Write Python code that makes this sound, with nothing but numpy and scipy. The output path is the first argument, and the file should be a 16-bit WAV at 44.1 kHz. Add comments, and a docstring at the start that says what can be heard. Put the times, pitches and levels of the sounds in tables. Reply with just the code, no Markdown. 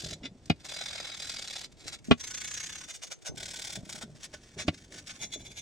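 """A bright, ringing rasp comes in quick runs and single strokes: a scouring pad scrubs the spokes
of a cast metal wheel on a garage floor. Its fibres catch on the metal, and each place on the wheel
rings with its own mix of modes. The rim chatters once, and three times the wheel knocks, damped by
the hand that steadies it. Between knocks it rocks with soft hollow bumps, while hands and sleeves
rumble over a faint hiss of air."""
import sys
import numpy as np
from scipy import signal
from scipy.fft import rfft, irfft, next_fast_len
from scipy.io import wavfile
from scipy.ndimage import uniform_filter1d

SR = 44100
rng = np.random.default_rng(int(sys.argv[2]) if len(sys.argv) > 2 else 0)


def master(y):
    """Save y as 16-bit WAV."""
    cut = np.clip(np.atleast_2d(y).T, -1, 1)
    pcm = np.round(cut * 32767)  # scale
    wavfile.write(sys.argv[1], SR, pcm.astype(np.int16))


N = 247401


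def from_db(db):
    return 10 ** (np.asarray(db) / 20)


def unit_rms(x):
    return x / np.sqrt(np.mean(x ** 2) + 1e-20)


def colour(x, curve):
    """EQ a sound with a curve of (Hz, dB) points, joined on a log-frequency axis."""
    size = next_fast_len(x.shape[-1], True)
    hz = np.fft.rfftfreq(size, 1 / SR)
    knots_hz, db = np.transpose(curve)
    gain = from_db(np.interp(np.log(hz + 1e-3), np.log(knots_hz), db))
    return irfft(rfft(x, size) * gain, size)[..., :x.shape[-1]]


def butter(x, hz, kind, run=signal.sosfilt):
    return run(signal.butter(2, hz, kind, fs=SR, output="sos"), x)


def resonance(x, hz, width_hz):
    """One ringing mode, with unity gain at its peak."""
    r, w = np.exp(-np.pi * width_hz / SR), 2 * np.pi * hz / SR
    return signal.lfilter(np.array([1, 0, -1]) * (1 - r * r) / 2, [1, -2 * r * np.cos(w), r * r], x)


def flutter(per_s):
    """A random control signal at unit RMS that glides to per_s new values a second."""
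    count = int(N / SR * per_s) + 2
    return unit_rms(np.interp(np.arange(N) / SR * per_s, np.arange(count), rng.standard_normal(count)))


def stereo(pair, side_db=0):
    """Two unrelated noises become left and right: nearly alike in the bass,
    wider around 2.6 kHz and in the top treble."""
    # Stereo width. Each row: frequency in Hz, relative side gain in dB.
    width = [(100, -29), (750, -13), (1100, -4.5), (1500, -8.5), (2100, -6), (2600, 1), (3100, -4.5),
             (3600, -9), (4600, -9), (6500, -10.5), (9000, -2), (12000, 2.5)]
    return pair[0] + from_db(side_db) * colour(pair[1], width) * np.array([[1], [-1]])


def stereo_noise(samples, curve):
    """Coloured stereo noise at unit RMS."""
    return unit_rms(colour(stereo(rng.standard_normal((2, samples))), curve))


def stereo_sine(cycles, apart_rad):
    """A partial whose left side leads the right by apart_rad."""
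    return np.sin(2 * np.pi * cycles + apart_rad * np.array([[.5], [-.5]]))


def phase_apart(x, lead_rad):
    """Turn left against right by lead_rad(hz, t), an angle for every band and moment."""
    hz, t, spectra = signal.stft(x, SR, nperseg=1024, noverlap=768)
    turn = np.exp(.5j * lead_rad(hz, t))
    return signal.istft(spectra * [turn, turn.conj()], SR, nperseg=1024, noverlap=768)[1][:, :N]


def air(level_db):
    """Steady room tone: a low rumble under a faint hiss."""
    # Tone of the air. Each row: frequency in Hz, relative noise density in dB.
    spectrum = [(30, 7.5), (300, -29), (700, -9.5), (1500, -12), (4000, -16.5), (8000, -14.5),
                (11000, -37.5), (15000, -44)]
    return from_db(level_db) * stereo_noise(N, spectrum)


def garage(x, wet_db, t60=0.09):
    """Add faint, diffuse reflections from floor and walls."""
    t = np.arange(SR // 3) / SR
    tail = butter(rng.standard_normal((2, len(t))), [300, 7000], "band")
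    tail *= from_db(-60 * t / t60) * (t > .004)   # 4 ms of pre-delay
    tail /= np.linalg.norm(tail, axis=1, keepdims=True)
    return x + from_db(wet_db) * signal.fftconvolve(x, tail, axes=1)[:, :N]


def handling(rumble_db, rub_db, stutter_db, stutter_per_s, rise_s):
    """Dull friction of hands and sleeves: a steady rustle that swells and stutters as the grip shifts."""
    # Deep rumble and low-mid rub. Each row: frequency in Hz, relative noise density in dB.
    rumble = [(12, -18), (40, -1.5), (80, 0), (170, -1.5), (230, -8), (330, -37), (600, -70)]
    rub = [(130, -31.5), (230, 3), (330, 2.5), (480, -5.5), (700, -9), (1200, -26.5), (3000, -72)]
    # Shifts of grip. Each row: peak time in seconds, rumble in dB, rub in dB, T60 in seconds.
    grips = [(.055, -49.5, -53.5, 1.4), (.25, -63, -60, 0.5), (1.86, -59, -61, 0.4),
             (3.3, -48.5, -50.5, 0.83), (3.79, -52, -56.5, 1), (4.6, -50.5, -50, 0.53),
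             (4.93, -60, -56, 0.6), (5.24, -58, -57.5, 0.2), (5.37, -55, -59, 1)]
    t = np.arange(N) / SR
    power = from_db([[rumble_db], [rub_db]]) ** 2 * np.ones(N)
    stutter = from_db(stutter_db * flutter(stutter_per_s))
    for s, swell_rumble_db, swell_rub_db, t60 in grips:
        rise = np.exp(-(np.minimum(t - s, 0) / rise_s) ** 2)
        decay = from_db(-60 * np.maximum(t - s, 0) / t60)
        power += (from_db([[swell_rumble_db], [swell_rub_db]]) * rise * decay * stutter) ** 2
    return sum(envelope * unit_rms(colour(rng.standard_normal(N), spectrum))
               for envelope, spectrum in zip(np.sqrt(power), (rumble, rub)))


def bumps(attack_s, thud_t60):
    """The wheel rocks under the hand: each soft contact thuds and wakes its hollow modes."""
    # Each row: start in seconds, thud level in dB, thud pitch in Hz, hollow ring level in dB.
    contacts = [(.036, -33, 150, -37.5), (.059, -31.5, 144, -42), (.078, -46, 140, -46),
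                (.106, -39, 176, -45), (.122, -42, 130, -38.5), (.141, -39.5, 160, -55),
                (.238, -36, 248, -50), (.254, -35.5, 275, -46), (.314, -42.5, 190, -56),
                (.351, -44, 250, -58), (2.084, -24.5, 227, -44), (2.104, -22, 230, -42),
                (3.772, -36.5, 190, -38.5), (3.786, -37.5, 135, -47), (3.808, -45, 200, -46),
                (3.829, -48, 199, -45), (3.866, -45, 190, -48), (3.89, -47, 180, -48),
                (3.943, -42, 222, -48), (3.977, -44, 170, -52), (4.034, -35.5, 225, -45),
                (4.056, -43, 170, -54), (4.078, -45, 150, -48.5), (4.094, -41, 155, -49),
                (4.12, -41.5, 150, -61), (4.148, -43, 155, -56), (4.339, -48.5, 275, -44),
                (4.585, -39, 150, -53), (4.609, -51, 230, -42), (4.649, -35.5, 237, -56),
                (4.728, -42.5, 270, -50), (5.241, -42, 213, -49), (5.358, -54, 296, -39.5),
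                (5.37, -41, 257, -53), (5.403, -45, 169, -49)]
    # The hollow ring. Each row: frequency in Hz, relative level in dB, T60 in seconds.
    hollow_modes = [(403, -3.5, 0.043), (609, -2, 0.054), (690, -8.5, 0.033)]
    out, t = np.zeros(N), np.arange(SR // 8) / SR
    for s, thud_db, thud_hz, hollow_db in contacts:
        modes = [(thud_hz, thud_db, thud_t60)]
        modes += [(hz, hollow_db + db + rng.normal(0, 2), t60) for hz, db, t60 in hollow_modes]
        bump = sum((-1) ** k * from_db(db - 60 * t / t60) * np.sin(2 * np.pi * hz * t)
                   for k, (hz, db, t60) in enumerate(modes))
        out[int(s * SR):int(s * SR) + len(t)] += bump * (1 - np.exp(-t / attack_s))
    return out


def rim_chatter(t60, attack_s, apart_rad):
    """A few light taps wake only the rim's upper-mid modes, out of step between left and right."""
    # The taps. Each row: start in seconds, level in dB.
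    taps = [(.233, -46.5), (.242, -48), (.254, -38), (.261, -45)]
    # Ring of the rim. Each row: frequency in Hz, relative level in dB.
    rim_modes = [(1390, -11.5), (2030, -3), (2200, -2), (2460, -1), (2860, 2), (3480, 2.5), (3800, -6),
                 (4800, -13), (5490, -3), (6880, -8)]
    out, t = np.zeros((2, N)), np.arange(SR // 5) / SR
    envelope = from_db(-60 * t / t60) * (1 - np.exp(-t / attack_s))
    for s, tap_db in taps:
        for hz, mode_db in rim_modes:
            partial = stereo_sine(hz * t + rng.random(), apart_rad)
            out[:, int(s * SR):int(s * SR) + len(t)] += from_db(tap_db + mode_db) * envelope * partial
    return out


def knocks(ring_db, thud_db, ring_attack_s, clack_t60, clack_attack_s, crack_t60, scatter_rad):
    """The wheel tips, strikes with a crack, seats and settles; the hand stops its ring quickly."""
    # Each row: start in seconds, first clack in dB, seating delay in seconds and clack in dB,
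    # settling delay in seconds and clack in dB, crack in dB, clack tilt in dB per octave,
    # frequency in Hz above which the modes fall out of step between left and right.
    hits = [(.4985, -32, 0.002, -24, .013, -30.5, -31, 0.5, 500),
            (2.1105, -22.5, 0.0074, -20, .017, -28, -32, -0.4, 2600),
            (4.6797, -31, 0.0038, -23.5, 0.0107, -37, -32.5, 1, 2300)]
    # The held wheel. Each row: frequency in Hz, T60 in seconds, relative dB in knocks 1, 2 and 3.
    wheel_modes = [(92, 0.07, -18, -16, -20), (165, 0.06, -14, -10.5, -18), (238, 0.06, -19, -5, -24),
                   (305, 0.06, -23, -22, -20), (405, 0.04, -21, -9, -29), (590, 0.04, -21, -19, -22),
                   (690, 0.04, -17, -12, -21), (790, 0.03, -22, -14, -24), (1128, 0.045, -33, -15, -34),
                   (1389, 0.045, -31, -18, -33), (1650, 0.035, -31, -22, -37), (2013, 0.05, -29, -24, -30),
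                   (2195, 0.05, -29, -35, -27), (2458, 0.05, -21.5, -16, -29), (2905, 0.04, -24, -14, -26),
                   (3170, 0.04, -31, -25, -42), (3480, 0.04, -28, -14, -31), (3800, 0.045, -27, -28, -40),
                   (4050, 0.04, -26, -24, -39), (4797, 0.05, -29, -33, -34), (5380, 0.04, -34, -42, -44)]
    # Contact clack and bright crack of metal on concrete.
    # Each row: frequency in Hz, relative noise density in dB.
    clack_curve = [(20, -30), (50, -11), (110, 3), (300, -1), (500, -3), (720, 0), (1000, -9), (1800, -6),
                   (2800, -2), (4200, -7), (5500, -18), (8000, -28), (11000, -41), (15000, -52)]
    crack_curve = [(800, -31), (2500, -2.5), (5000, 3), (7000, -3), (10000, -16), (15000, -33)]
    out, t = np.zeros((2, N)), np.arange(SR // 4) / SR
    ring_attack = 1 - np.exp(-(t / ring_attack_s) ** 2)
    for k, hit in enumerate(hits):
        s, first_db, seat_s, seat_db, settle_s, settle_db, crack_db, tilt_db, apart_hz = hit
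        knock = np.zeros((2, len(t)))
        for hz, t60, *mode_db in wheel_modes:
            apart_rad = scatter_rad * rng.standard_normal() * (hz > apart_hz)
            partial = stereo_sine(hz * t + rng.random(), apart_rad)
            db = ring_db + mode_db[k] + thud_db * (100 < hz < 900)   # weight favours the low modes
            knock += partial * from_db(db - 60 * t / t60) * ring_attack
        tilted = [(hz, db + tilt_db * np.log2(hz / 1000)) for hz, db in clack_curve]
        for delay, db in ((0, first_db), (seat_s, seat_db), (settle_s, settle_db)):
            age = np.maximum(t - delay, 0)
            envelope = from_db(db - 60 * age / clack_t60) * (1 - np.exp(-age / clack_attack_s))
            knock += envelope * stereo_noise(len(t), tilted)
        for delay in (0, seat_s):
            envelope = (t >= delay) * from_db(crack_db - 60 * abs(t - delay) / crack_t60)
            knock += envelope * stereo_noise(len(t), crack_curve)
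        out[:, int(s * SR):int(s * SR) + len(t)] += knock
    return out


def run_strokes(bite_s=0.008, stretch=0.087, push_db=2.5):
    """Quick to-and-fro runs: a push digs in and sounds fuller, a pull thinner, and no two are alike."""
    # Each row: first and last stroke in seconds, stroke count, quickening (negative slows), level in dB
    # at start, middle and end, extra body in dB, extra brightness in dB at start and end,
    # opening stroke (1 push, -1 pull).
    runs = [(0.003, 0.135, 7, -0.03, -38.5, -39.5, -39, -6, 5.5, -1, -1),
            (0.697, 1.146, 20, 0.0078, -38.5, -39, -42.5, 1, 0.5, -5.5, -1),
            (1.173, 1.367, 9, 0.13, -40.5, -37.5, -40, -4.5, 2, 0, -1),
            (1.393, 1.643, 10, 0.059, -39, -38.5, -38.5, -2, 0, 3, 1),
            (2.208, 2.844, 21, 0.12, -38.5, -35.5, -41.5, 0, 0.5, -3, -1),
            (3.382, 3.759, 15, -0.0097, -40.5, -39, -38.5, -1, -0.5, 3, 1),
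            (3.901, 3.986, 4, 0.064, -43, -39.5, -43.5, 2, 4.5, 2.5, 1)]
    strokes = []
    for first, last, count, quicken, *swell_db, run_body_db, bright_start, bright_end, opening in runs:
        progress = np.linspace(0, 1, count)
        jitter = rng.standard_normal((4, count))
        times = first + (last - first) * (progress + quicken * progress * (1 - progress))
        times += 0.0004 * jitter[0]
        lengths = bite_s + stretch * np.gradient(times)   # slower strokes bite for longer
        level_db = np.polyval(np.polyfit([0, .5, 1], swell_db, 2), progress) + 0.8 * jitter[1]
        bright_db = np.linspace(bright_start, bright_end, count) + 0.8 * jitter[2]
        push = opening * (-1) ** np.arange(count)
        body_db = run_body_db + push_db * push + 1.5 * jitter[3]
        strokes += zip(times, lengths, level_db, body_db, bright_db)
    return strokes


def pad_motion(drag_db=-0.9, grit_db=3.5, grit_per_s=110):
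    """The pad drags, strokes and snags: envelopes for the body, middle and treble of the rasp."""
    # Firmness of the drag between strokes. Each row: time in seconds, relative level in dB.
    drag_curve = [(0, -59), (.2, -70), (.43, -78), (.48, -62), (.56, -69.5), (.72, -53.5), (1.2, -55.5),
                  (1.6, -55), (1.69, -72), (1.765, -72), (1.79, -52.5), (1.86, -54), (2.0, -69),
                  (2.04, -70), (2.07, -51), (2.15, -56.5), (2.4, -58), (2.8, -61), (3.0, -61.5),
                  (3.2, -72.5), (3.33, -70), (3.42, -58.5), (3.78, -57), (3.83, -69), (3.88, -58),
                  (4.09, -70.5), (4.2, -57), (4.3, -68), (4.44, -58), (4.53, -60.5), (4.8, -62.5),
                  (4.88, -64.5), (4.96, -48.5), (5.02, -60.5), (5.16, -60.5), (5.43, -55.5), (5.495, -62),
                  (5.6, -54.5)]
    # Single wipes. Each row: centre and length in seconds, then level, extra body and brightness in dB.
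    wipes = [(0.255, 0.022, -48.5, 7, -13), (0.461, 0.004, -54, 2, 21), (0.659, 0.017, -43.5, 6.5, 7),
             (1.658, 0.009, -49.5, -3, 1), (1.725, 0.0067, -54.5, 3, 5), (1.883, 0.017, -40, -2.5, 3),
             (1.938, 0.019, -39.5, 0, 1), (2.899, 0.021, -39.5, -3, -2), (2.956, 0.019, -42.5, -17, 6),
             (3.037, 0.016, -38, 1.5, 0), (3.076, 0.009, -45.5, -5, 0), (3.123, 0.017, -40.5, 5, -1),
             (3.227, 0.012, -56, 0, 2), (3.272, 0.019, -37, 3.5, -1), (3.359, 0.0075, -53, -4, 3),
             (4.025, 0.015, -40.5, 9, 1), (4.245, 0.019, -41, -4, 0.5), (4.343, 0.013, -45, 5, -3.5),
             (4.608, 0.026, -36, -2, -7), (4.745, 0.0099, -49, -5, -6), (4.784, 0.0097, -53, -13, -6),
             (4.825, 0.009, -56.5, -2, 0), (4.924, 0.006, -48.5, -3, -2), (4.945, 0.01, -50, -5, -2),
             (4.985, 0.016, -45, -9, -2), (5.077, 0.014, -44.5, -7, 0), (5.104, 0.017, -40, -5, -6),
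             (5.16, 0.022, -51, 1, 0), (5.231, 0.027, -36, -0.5, -1), (5.34, 0.02, -36.5, -9, -2),
             (5.415, 0.0092, -47.5, -7, 0), (5.462, 0.02, -44.5, -6.5, -0.5), (5.517, 0.014, -46, -2, 0),
             (5.584, 0.022, -39, -7, -2)]
    # Sharp scratches as the pad lets go of an edge.
    # Each row: start in seconds, relative level in dB, T60 in seconds.
    snags = [(0.4577, -49, 0.027), (.603, -54.5, .1), (2.044, -46.5, 0.078), (2.946, -39, 0.037),
             (3.807, -49.5, 0.027), (3.828, -56, 0.034), (3.855, -51, 0.08), (3.893, -39, 0.038),
             (4.16, -54.5, .08), (4.674, -51, 0.043), (4.958, -50, .05), (5.191, -50, .06),
             (5.394, -50, 0.11)]
    t = np.arange(N) / SR
    grip_slip_db = grit_db * flutter(grit_per_s)   # the dragged pad grips and slips at random
    drag = from_db(np.interp(t, *np.transpose(drag_curve)) + grip_slip_db + drag_db)
    power = np.array([drag, drag, drag]) ** 2
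    for s, length, level_db, body_db, bright_db in list(wipes) + run_strokes():
        near = slice(max(0, int((s - 2 * length) * SR)), int((s + 3 * length) * SR))
        bell = .5 ** ((2 * (t[near] - s) / length) ** 2)   # the pad speeds up and stops
        band_db = level_db + np.array([[body_db], [-bright_db / 2], [bright_db / 2]])
        power[:, near] += from_db(band_db) ** 2 * bell
    for s, level_db, t60 in snags:
        after = slice(int(s * SR) + 1, int(s * SR) + SR // 8)
        power[:, after] += from_db(level_db - 60 * (t[after] - s) / t60) ** 2
    return np.sqrt(power)


def fibres(per_s, spread_db):
    """Tiny slips of single fibres, of uneven size, in two unrelated streams."""
    sizes = from_db(spread_db * np.minimum(rng.exponential(1, (2, N)), 4))
    signs = rng.choice([-1, 1], (2, N))
    return unit_rms(sizes * signs * (rng.random((2, N)) < per_s / SR))


def casting(x, ring_db, t60):
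    """The casting's dense crowd of weak modes adds a short hollow ring to every slip."""
    t = np.arange(SR // 12) / SR
    tail = rng.standard_normal((1, len(t))) * from_db(-60 * t / t60)
    tail /= np.linalg.norm(tail)
    return x + from_db(ring_db) * signal.fftconvolve(x, tail, axes=1)[:, :x.shape[1]]


def swirl(hz, t, depth=2.0, threshold=.75, from_hz=570):
    """Phase angles that let patches of the rasp, a few hundred Hz wide, drift off centre."""
    patches = rng.standard_normal((len(hz), len(t)))
    for _ in range(2):
        patches = uniform_filter1d(uniform_filter1d(patches, size=7, axis=0), size=60, axis=1)
    excess = np.sign(patches) * np.maximum(abs(unit_rms(patches)) - threshold, 0)
    fade_in = np.interp(hz, [from_hz, 2 * from_hz], [0, 1])
    return np.clip(depth * excess, -np.pi, np.pi) * fade_in[:, None]


def scrubbing(gain_db, catch_db, ring_db, wander_db, body_hz, treble_hz, side_db):
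    """Fibre slips swell with each stroke and set the spokes ringing; the tone shifts in stretches."""
    # The pad's path: when it moves on, in seconds, and the places it visits, numbered from 1.
    moves = [2.0, 2.86, 3.33, 4.12, 5.18]
    places = [1, 2, 3, 4, 3, 5]
    # Tone of the rasp in each stretch. # Each point of a curve: frequency in Hz, relative noise density in dB.
    rasp_curves = [
        [(260, -31), (450, -16), (623, -2), (950, -13.5), (1650, -5.5), (1920, -5), (2230, -3), (2620, -7),
         (3200, -3.5), (3910, 0), (4340, -6.5), (4810, -3.5), (5180, -6.5), (5500, -4), (8320, -7),
         (11200, -26), (14400, -30), (15500, -35)],
        [(260, -61.5), (450, -18.5), (712, -18), (1490, -9.5), (1660, -6), (2160, -8.5), (2510, -8.5),
         (2900, -7), (3910, -8.5), (4340, -8.5), (6370, -4), (7280, -4), (8450, -8), (11400, -28),
         (14200, -28.5), (15500, -33)],
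        [(260, -59.5), (450, -20), (614, 0), (814, -9.5), (1410, -9), (1520, -4), (2740, -4.5), (3580, -3.5),
         (4210, -5), (6370, -1.5), (8400, -5.5), (10900, -20.5), (11500, -27), (15500, -27)],
        [(260, -24), (450, -7.5), (614, -5), (1000, -10), (1350, -6.5), (1520, -1.5), (1760, -7.5), (2100, -1),
         (2700, -8), (3180, -2.5), (3550, -1), (4470, -4.5), (5100, 0), (8570, -4), (11500, -22.5),
         (15500, -27)],
        [(260, -47.5), (450, -9), (851, -5), (1090, -20), (1520, -13), (1630, -10.5), (2230, -4), (3180, -10),
         (3420, -2.5), (4400, -8.5), (6370, -2.5), (7390, -6), (10500, -19.5), (11500, -27), (15500, -29)],
    ]
    # Ring of the spokes. Each row: frequency in Hz, bandwidth in Hz, relative dB at places 1 to 5.
    spoke_modes = [(1500, 35, 3, 7, 9, 6, 11), (2200, 40, 10, 12, -2, 0, 6), (2460, 45, 4, -6, 2, -6, 2),
                   (2995, 50, 1, -3, -6, -6, -6), (3475, 30, 8, 11, 4, 5, 20.5),
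                   (3530, 40, 6, -6, -1, 0, 5), (3650, 40, -6, -6, -1, 1, 2), (3840, 40, 4, -6, 0, -5, -6),
                   (3965, 40, 12, 10, 3, -6, 18), (4070, 40, 6, 0, -2, -6, -6),
                   (4790, 50, 11.5, 6, -4, -6, 9), (4860, 40, 8, 0, 1, -6, -6),
                   (5100, 40, -6, -6, -6, 6, -3), (5380, 45, -6, 10, 5, -6, 14),
                   (5785, 36, 3, 13, 11, 0, 11), (6190, 30, -6, 5, 4, -6, 12),
                   (6268, 15, -5, 19, 13, -1, 23), (6378, 19, -6, 19, 13, 0, 11),
                   (6540, 18, -6, 16, 10, -6, 20), (6870, 35, 5, 8, 7, 4, 10),
                   (6975, 30, -6, 7, 10, -6, 12), (7880, 35, 3, 4, 5, -6, 10),
                   (10570, 37, -1, 1, 12, 0, 13)]
    body, middle, treble = pad_motion() * from_db(catch_db * flutter(per_s=330))
    slips = stereo(fibres(per_s=12000, spread_db=2.5), side_db)
    # The pad slides over nodes and antinodes, so each mode is driven unevenly.
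    drives = [from_db(ring_db + wander_db * flutter(per_s=40)) for _ in spoke_modes]
    firmness = np.minimum(middle / from_db(-40), 1) ** 0.58   # a light touch wakes less ring
    edges = [0] + [int(s * SR) for s in moves] + [N]
    out = np.zeros((2, N))
    for place, start, stop in zip(np.array(places) - 1, edges, edges[1:]):
        grain = unit_rms(colour(slips[:, start:stop], rasp_curves[place]))
        low = butter(grain, body_hz, "low", signal.sosfiltfilt)
        high = grain - butter(grain, treble_hz, "low", signal.sosfiltfilt)
        mid = grain - low - high
        rasp = low * body[start:stop] + mid * middle[start:stop] + high * treble[start:stop]
        end = min(N, stop + SR // 10)   # time to ring out
        rasp = np.pad(rasp, [(0, 0), (0, end - stop)])
        force = rasp * firmness[start:end]
        ring = sum(from_db(mode_db[place]) * resonance(force * drive[start:end], hz, width_hz)
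                   for (hz, width_hz, *mode_db), drive in zip(spoke_modes, drives))
        metal = casting(rasp, ring_db=-8.0, t60=0.045) + ring
        out[:, start:end] += unit_rms(metal) * rasp.std()   # as loud as the bare rasp
    return from_db(gain_db) * out


def scene():
    """Pad and wheel sound in the garage, over dry handling noise and room tone."""
    pad = scrubbing(gain_db=1.34, catch_db=2.0, ring_db=-5.5, wander_db=4.0,
                    body_hz=1450, treble_hz=4500, side_db=-5)
    pad = phase_apart(pad, swirl)
    wheel = knocks(ring_db=1.5, thud_db=1.3, ring_attack_s=0.0029, clack_t60=0.041,
                   clack_attack_s=0.0006, crack_t60=0.013, scatter_rad=1.93)
    wheel += bumps(attack_s=0.0011, thud_t60=0.08)
    wheel += rim_chatter(t60=0.058, attack_s=0.001, apart_rad=0.62)
    wheel = butter(wheel, 36, "high")   # an open wheel radiates little deep bass
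    room = air(level_db=-69.5) + garage(pad, wet_db=-18.0) + garage(wheel, wet_db=-26.0)
    return room + handling(rumble_db=-59.0, rub_db=-63.0, stutter_db=3.5, stutter_per_s=90, rise_s=0.041)


def smear(hz, t, bass_hz=320, mids_hz=500):
    """Phase angles that blur the stereo image: drifting in the bass, steady in the treble."""
    # Bass drift. Each row: time in seconds, lead of left over right in radians.
    bass_phase = [(0, 0.5), (.75, -1), (1.1, 1.1), (1.6, 1.16), (2.13, 2), (2.36, 0), (2.83, -0.6),
                  (2.9, 2.8), (3.3, 3.0), (3.42, 0.2), (4.0, -1), (4.2, 1.9), (4.32, 0)]
    # Treble offset. Each row: frequency in Hz, lead of left over right in radians.
    treble_phase = [(1900, -0.13), (2250, 0.81), (2700, 1.2), (3050, -0.21), (3500, -0.54), (4050, -0.85),
                    (4700, -0.052)]
    bass_share = np.interp(hz, [bass_hz, mids_hz], [1, 0])
    drift = np.outer(bass_share, np.interp(t, *np.transpose(bass_phase)))
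    return drift + np.interp(hz, *np.transpose(treble_phase))[:, None]


def record(dry):
    """The microphones colour the treble, the image smears, peaks clip and the top is cut steeply."""
    # Treble ripple of the microphones. Each row: frequency in Hz, gain in dB.
    mic_curve = [(5500, 0), (7800, -2), (8500, -1), (9200, -5), (9950, 1.5), (10550, 0), (11300, -4),
                 (12500, -0.5)]
    wide = phase_apart(colour(dry, mic_curve), smear)
    high_cut = signal.ellip(10, .1, 70, 15800, fs=SR, output="sos")
    return signal.sosfilt(high_cut, np.clip(wide, -1, 1))


dry = scene()
out = record(dry)
master(out)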